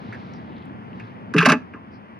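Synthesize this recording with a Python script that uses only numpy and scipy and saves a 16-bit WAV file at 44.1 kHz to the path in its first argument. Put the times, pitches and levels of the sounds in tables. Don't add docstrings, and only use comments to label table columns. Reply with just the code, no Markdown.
import sys
import numpy as np
from scipy import signal
from scipy.fft import rfft, irfft, next_fast_len
from scipy.io import wavfile
from scipy.ndimage import map_coordinates

SR = 44100
rng = np.random.default_rng(int(sys.argv[2]) if len(sys.argv) > 2 else 0)


def master(y):
    cut = np.clip(np.atleast_2d(y).T, -1, 1)
    pcm = np.round(cut * 32767)
    wavfile.write(sys.argv[1], SR, pcm.astype(np.int16))


N = 96623

# start in seconds, ring level in dB, click level in dB, favoured ring in Hz.
CONTACTS = [(1.3381, -20, -37, 1210), (1.3643, -20, -35.5, 1950), (1.379, -14.5, -38.5, 1700),
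            (1.3826, -9.5, -25, 2760), (1.390, -19.5, -35.5, 1970), (1.4046, -16.5, -33.5, 1380),
            (1.412, -12, -36.5, 1204), (1.425, -15, -33, 1840), (1.449, -19, -33.5, 2200),
            (1.455, -9, -25.5, 1693), (1.4593, -24.5, -16.5, 1950), (1.463, -9.5, -39.5, 1210),
            (1.4868, -18.5, -24.5, 1865), (1.492, -11, -28, 1300), (1.498, -17, -20.5, 2400),
            (1.504, -13, -34.5, 1430), (1.519, -12.5, -21.5, 1800), (1.522, -13.5, -33, 1200),
            (1.53, -44.5, -54, 1520), (1.538, -23, -54, 1210)]
TAPS = [(0.1253, -33, -62, 1770), (0.1289, -37, -56, 1820), (0.146, -36.5, -58, 1840),
        (0.9975, -36.5, -58.5, 2110), (1.7355, -42, -69, 2110), (1.738, -35.5, -78, 1380),
        (1.752, -40, -74, 1450), (1.762, -37.5, -73.5, 1060)]
CONTACT_OCTAVES, TAP_OCTAVES = 0.6, 0.24
# pitch in Hz, level in dB, time to fall 60 dB in seconds.
BASKET_MODES = [(1055, -2, .11), (1130, -3, .1), (1193, -2, .1), (1232, -1, .1), (1344, -2, .12),
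                (1523, 0, .09), (1609, 1, .11), (1661, 0, .09), (1760, -1, .09), (1960, -7, .08),
                (2024, -7, .08), (2471, -4, .09), (2597, 0, .115), (2719, -2, .1), (2835, -3, .08)]
# pitch in Hz, level in dB, time to fall 60 dB in seconds.
TINK_MODES = [(3774, -1, .05), (4050, -4, .045), (4646, 0, .06), (5120, -2, .05), (5313, -4, .05),
              (6002, -4, .05), (6304, -7, .045), (9179, -13, .04), (10271, -12, .04)]
TINK_HZ, TINK_OCTAVES = 5000, 2.5
# frequency in Hz, level in dB.
CLACK_COLOUR = [(300, -33), (550, -20), (880, -7), (1100, -2), (1250, 5), (1700, -14), (2150, -2),
                (2750, -0.5), (3200, -8), (5000, -10.5), (9000, -56)]
# frequency in Hz, level in dB.
CLICK_COLOUR = [(1000, -28), (2700, 0), (3400, -11), (4700, -9.5), (6200, -9.5), (7700, -20.5),
                (9300, -19.5), (10600, -24), (12500, -30), (15500, -34.5)]
RING_DB, CLACK_DB, TINK_DB = -3, -5.5, -4.5
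CLACK_T60_S, CLICK_T60_S, ATTACK_S = 0.079, 0.048, 0.0003
# frequency in Hz, side level in dB against the middle.
NEAR_WIDTH = [(100, -22), (300, -38), (700, -13.5), (1300, -14.5), (2400, -15), (4400, -10), (8000, 0.5),
              (15000, -8)]

# start in seconds, length in seconds, level in dB.
SLIDES = [(1.366, .08, -36), (1.478, 0.046, -34)]
# frequency in Hz, level in dB.
SLIDE_COLOUR = [(700, -19), (1100, 1), (1700, 3), (2700, -2), (3400, -3.5), (5000, -9), (6800, -15.5),
                (8000, -31.5), (9500, -27.5), (13000, -39.5), (15000, -54.5)]
SLIPS_PER_S, SLIP_SCATTER_DB, SLIDE_EDGE_S = 1000, 6, 0.006

# start in seconds, level in dB, favoured pitch in Hz.
THUMPS = [(1.3461, -12, 270), (1.353, -13.5, 412), (1.357, -13.5, 170), (1.360, -21, 322),
          (1.387, -16.5, 152), (1.428, -16.5, 400), (1.459, -11, 688), (1.459, -21.5, 317.5),
          (1.473, -9.5, 240), (1.500, -16, 185), (1.500, -17.5, 691), (1.519, -17, 491), (1.525, -11, 252),
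          (1.527, -22, 916), (1.741, -33, 330)]
# pitch in Hz, level in dB, time to fall 60 dB in seconds.
COOLER_MODES = [(168, 0, .21), (186, -4, .12), (233, 0, .15), (253, 0, .2), (293, -1, .12), (392, -5, .13),
                (426, -4, .12), (520, -10, .06), (572, -7, .12), (609, -7, .11), (631, -7, .12),
                (711, -7, .08), (790, -7, .08), (861, -3, .1)]
THUMP_OCTAVES, THUMP_ATTACK_S, COOLER_LOW_HZ = 0.26, 0.003, 125
THUD_DB, THUD_T60_S = -10.5, 0.08

# frequency in Hz, time to fall 60 dB in seconds.
ECHO_T60 = [(200, 0.39), (1500, 0.29), (5000, 0.23), (12000, 0.15)]
ECHO_DB = -20.5
# frequency in Hz, left lag behind right in radians.
LEFT_LAG = [(2000, 0), (3600, -.6), (5400, .1), (6300, 1.5), (7400, 3.4), (10200, 6), (12500, 8),
            (15000, 9.6)]

# start in seconds, level in dB, pitch in Hz.
GRIT = [(0.336, -45, 4400), (0.5664, -47, 3000), (0.582, -50, 3510), (0.623, -41.5, 2700),
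        (0.655, -62.5, 9000), (0.9305, -47, 2380)]
GRIT_T60_S, GRIT_OCTAVES = 0.015, 0.39
# middle in seconds, width in seconds, level in dB, pitch in Hz, spread in octaves.
SCUFFS = [(0.15, 0.21, -60, 3530, 0.39), (0.36, 0.018, -63, 5000, 0.16), (0.58, 0.089, -61, 3060, 0.33),
          (1.03, 0.076, -64, 3370, 0.41), (1.95, 0.021, -64.5, 4760, 0.16)]
# start in seconds, level in dB, pitch in Hz.
STEPS = [(0.085, -28, 106.7), (1.02, -26.5, 112)]
FOOT_T60_S, FOOT_ATTACK_S = 0.18, 0.012

# frequency in Hz, level in dB.
RUMBLE_COLOUR = [(25, -58), (50, -27), (65, -23), (85, -5.5), (120, -4.5), (160, -5), (220, 1), (280, -7),
                 (350, -11), (600, -17.5), (900, -17.5), (1500, -83.5)]
# time in seconds, level in dB.
RUMBLE_LEVEL = [(0, -38.5), (.4, -37.5), (.7, -38.5), (1.1, -40.5), (1.35, -38), (1.701, -42),
                (2.19, -44.5)]
# frequency in Hz, level in dB.
RUSH_COLOUR = [(300, -13.5), (500, -3), (790, 2), (1000, 5), (1600, -3), (2000, -4), (2500, -9.5),
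               (3200, -14.5), (4000, -29.5), (5000, -27.5), (6300, -38.5), (8000, -54), (10000, -37.5),
               (13000, -50.5), (15500, -62)]
# time in seconds, level in dB.
RUSH_LEVEL = [(0, -44.5), (.6, -47), (1.0, -45.5), (1.3, -47), (1.8, -49), (2.19, -48.5)]
# frequency in Hz, side level in dB against the middle.
FAR_WIDTH = [(60, -21), (250, -5), (1000, -9), (4000, -7), (10000, -4)]
FAR_LEAD_S, FAR_TILT_DB = 0.00045, 0.7
RUMBLE_SWAY_DB, RUMBLE_SWAYS_PER_S = 1, 14.02
TOP_HZ = 15830


def basket():
    out, t = np.zeros((2, N)), np.arange(SR // 4) / SR
    for rows, octaves in [(CONTACTS, CONTACT_OCTAVES), (TAPS, TAP_OCTAVES)]:
        for s, ring_db, click_db, hz in rows:
            wires = ring(BASKET_MODES, hz, octaves, ATTACK_S, t, scatter_db=1, scatter_turns=0.4)
            clack = noise(lambda f: amp(along(CLACK_COLOUR, f)) * bell(f, hz, octaves), NEAR_WIDTH, len(t))
            clack = clack * fade(t, CLACK_T60_S, ATTACK_S)
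            click = noise(lambda f: amp(along(CLICK_COLOUR, f)), NEAR_WIDTH, len(t))
            click = click * fade(t, CLICK_T60_S, ATTACK_S)
            tink = ring(TINK_MODES, TINK_HZ, TINK_OCTAVES, ATTACK_S, t, scatter_db=-0.5, scatter_turns=0.33)
            add(out, s, amp(ring_db) * (amp(RING_DB) * wires + amp(CLACK_DB) * clack))
            add(out, s, amp(click_db) * (click + amp(TINK_DB) * tink))
    return out * amp([[-0.5], [0.5]])


def slide():
    out, clock = np.zeros((2, N)), np.arange(N) / SR
    for s, length, db in SLIDES:
        happens = rng.random(N) < SLIPS_PER_S / SR
        strength = amp(SLIP_SCATTER_DB * rng.standard_normal(N))
        slips = happens * strength * rng.choice([-1, 1], N)
        pressure = np.clip(np.minimum(clock - s, s + length - clock) / SLIDE_EDGE_S, 0, 1)
        ticks = unit(filtered(slips, lambda f: amp(along(SLIDE_COLOUR, f))))
        out += amp(db) * pressure * ticks
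    return out


def cooler():
    out, t = np.zeros((2, N)), np.arange(SR // 3) / SR
    for s, db, hz in THUMPS:
        boom = ring(COOLER_MODES, hz, THUMP_OCTAVES, THUMP_ATTACK_S, t, scatter_db=4.5, scatter_turns=0.072)
        thud = noise(lambda f: bell(f, hz, THUMP_OCTAVES), NEAR_WIDTH, len(t))
        thud = thud * fade(t, THUD_T60_S, THUMP_ATTACK_S)
        add(out, s, amp(db) * (boom + amp(THUD_DB) * thud))
    low_cut = signal.butter(4, COOLER_LOW_HZ, "high", fs=SR, output="sos")
    return signal.sosfilt(low_cut, out)


def echo(x):
    hz, t, z = signal.stft(rng.standard_normal((2, SR // 2)), SR, nperseg=256)
    dying = z * amp(-60 * t / along(ECHO_T60, hz)[:, None])
    tail = signal.istft(dying, SR, nperseg=256)[1]
    return signal.fftconvolve(x, tail / np.linalg.norm(tail[0]), axes=1)[:, :N]


def sandals():
    out, t, clock = np.zeros((2, N)), np.arange(SR // 5) / SR, np.arange(N) / SR
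    for s, db, hz in GRIT:
        crack = noise(lambda f: bell(f, hz, GRIT_OCTAVES), NEAR_WIDTH, len(t))
        add(out, s, amp(db) * crack * fade(t, GRIT_T60_S, ATTACK_S))
    for s, width, db, hz, octaves in SCUFFS:
        swell = np.exp(-0.5 * ((clock - s) / width) ** 2)
        out += amp(db) * swell * noise(lambda f: bell(f, hz, octaves), FAR_WIDTH, N)
    for s, db, hz in STEPS:
        add(out, s, amp(db) * np.sin(2 * np.pi * hz * t) * fade(t, FOOT_T60_S, FOOT_ATTACK_S))
    return out


def far_traffic():
    clock = np.arange(N) / SR
    rumble = noise(lambda f: amp(along(RUMBLE_COLOUR, f)), FAR_WIDTH, N)
    rumble = rumble * amp(np.interp(clock, *np.transpose(RUMBLE_LEVEL)))
    rush = noise(lambda f: amp(along(RUSH_COLOUR, f)), FAR_WIDTH, N)
    rush = rush * amp(np.interp(clock, *np.transpose(RUSH_LEVEL)))
    sway = map_coordinates(rng.standard_normal(size=200), [clock * RUMBLE_SWAYS_PER_S], mode="wrap")
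    both = amp(RUMBLE_SWAY_DB * sway) * rumble + rush
    sides = np.array([[1], [-1]])
    shifted = filtered(both, lambda f: np.exp(1j * np.pi * f * FAR_LEAD_S * sides))
    return amp(FAR_TILT_DB * sides) * shifted


def ring(modes, favoured_hz, octaves, attack, t, scatter_db, scatter_turns):
    hz, db, t60 = np.transpose(modes)
    size, turn, lean = rng.standard_normal((3, len(hz)))
    gain = amp(db + scatter_db * size) * (bell(hz, favoured_hz, octaves) + 0.083)
    gain = gain * np.sqrt(2) / np.linalg.norm(gain)
    phase = 2 * np.pi * (hz[:, None] * t + scatter_turns * turn[:, None])
    decay = fade(t, t60[:, None], attack)
    mid = gain @ (decay * np.sin(phase))
    side = (gain * lean * amp(along(NEAR_WIDTH, hz))) @ (decay * np.cos(phase))
    return np.array([mid + side, mid - side])


def noise(colour, width, size):
    def shape(hz):
        side = amp(along(width, hz))
        return colour(hz) * np.array([np.ones_like(hz), side]) / np.hypot(1, side)
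    mid, side = filtered(rng.standard_normal((2, size)), shape)
    return unit(np.array([mid + side, mid - side]))


def fade(t, t60, attack):
    return amp(-60 * t / t60) * (1 - np.exp(-t / attack))


def filtered(x, response):
    n = x.shape[-1]
    m = next_fast_len(n + 8192)
    return irfft(rfft(x, m) * response(np.fft.rfftfreq(m, 1 / SR)), m)[..., :n]


def bell(hz, centre_hz, octaves):
    return np.exp(-0.5 * (np.log2((hz + 1) / centre_hz) / octaves) ** 2)


def along(points, hz):
    f, v = np.transpose(points)
    return np.interp(np.log(hz + 1), np.log(f + 1), v)


def amp(db):
    return 10 ** (np.asarray(db) / 20)


def unit(x):
    return x / np.sqrt(np.mean(x ** 2) + 1e-20)


def add(out, s, sound):
    part = out[:, round(s * SR):][:, :sound.shape[-1]]
    part += sound[..., :part.shape[1]]


def scene():
    sides = np.array([[-0.5], [0.5]])
    clunk = filtered(basket() + slide() + cooler(), lambda f: np.exp(1j * along(LEFT_LAG, f) * sides))
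    return clunk + amp(ECHO_DB) * echo(clunk) + sandals() + far_traffic()


def record(dry):
    rounded = dry / (1 + np.abs(dry) ** 6) ** (1 / 6)
    return filtered(rounded, lambda hz: hz < TOP_HZ)


dry = scene()
out = record(dry)
master(out)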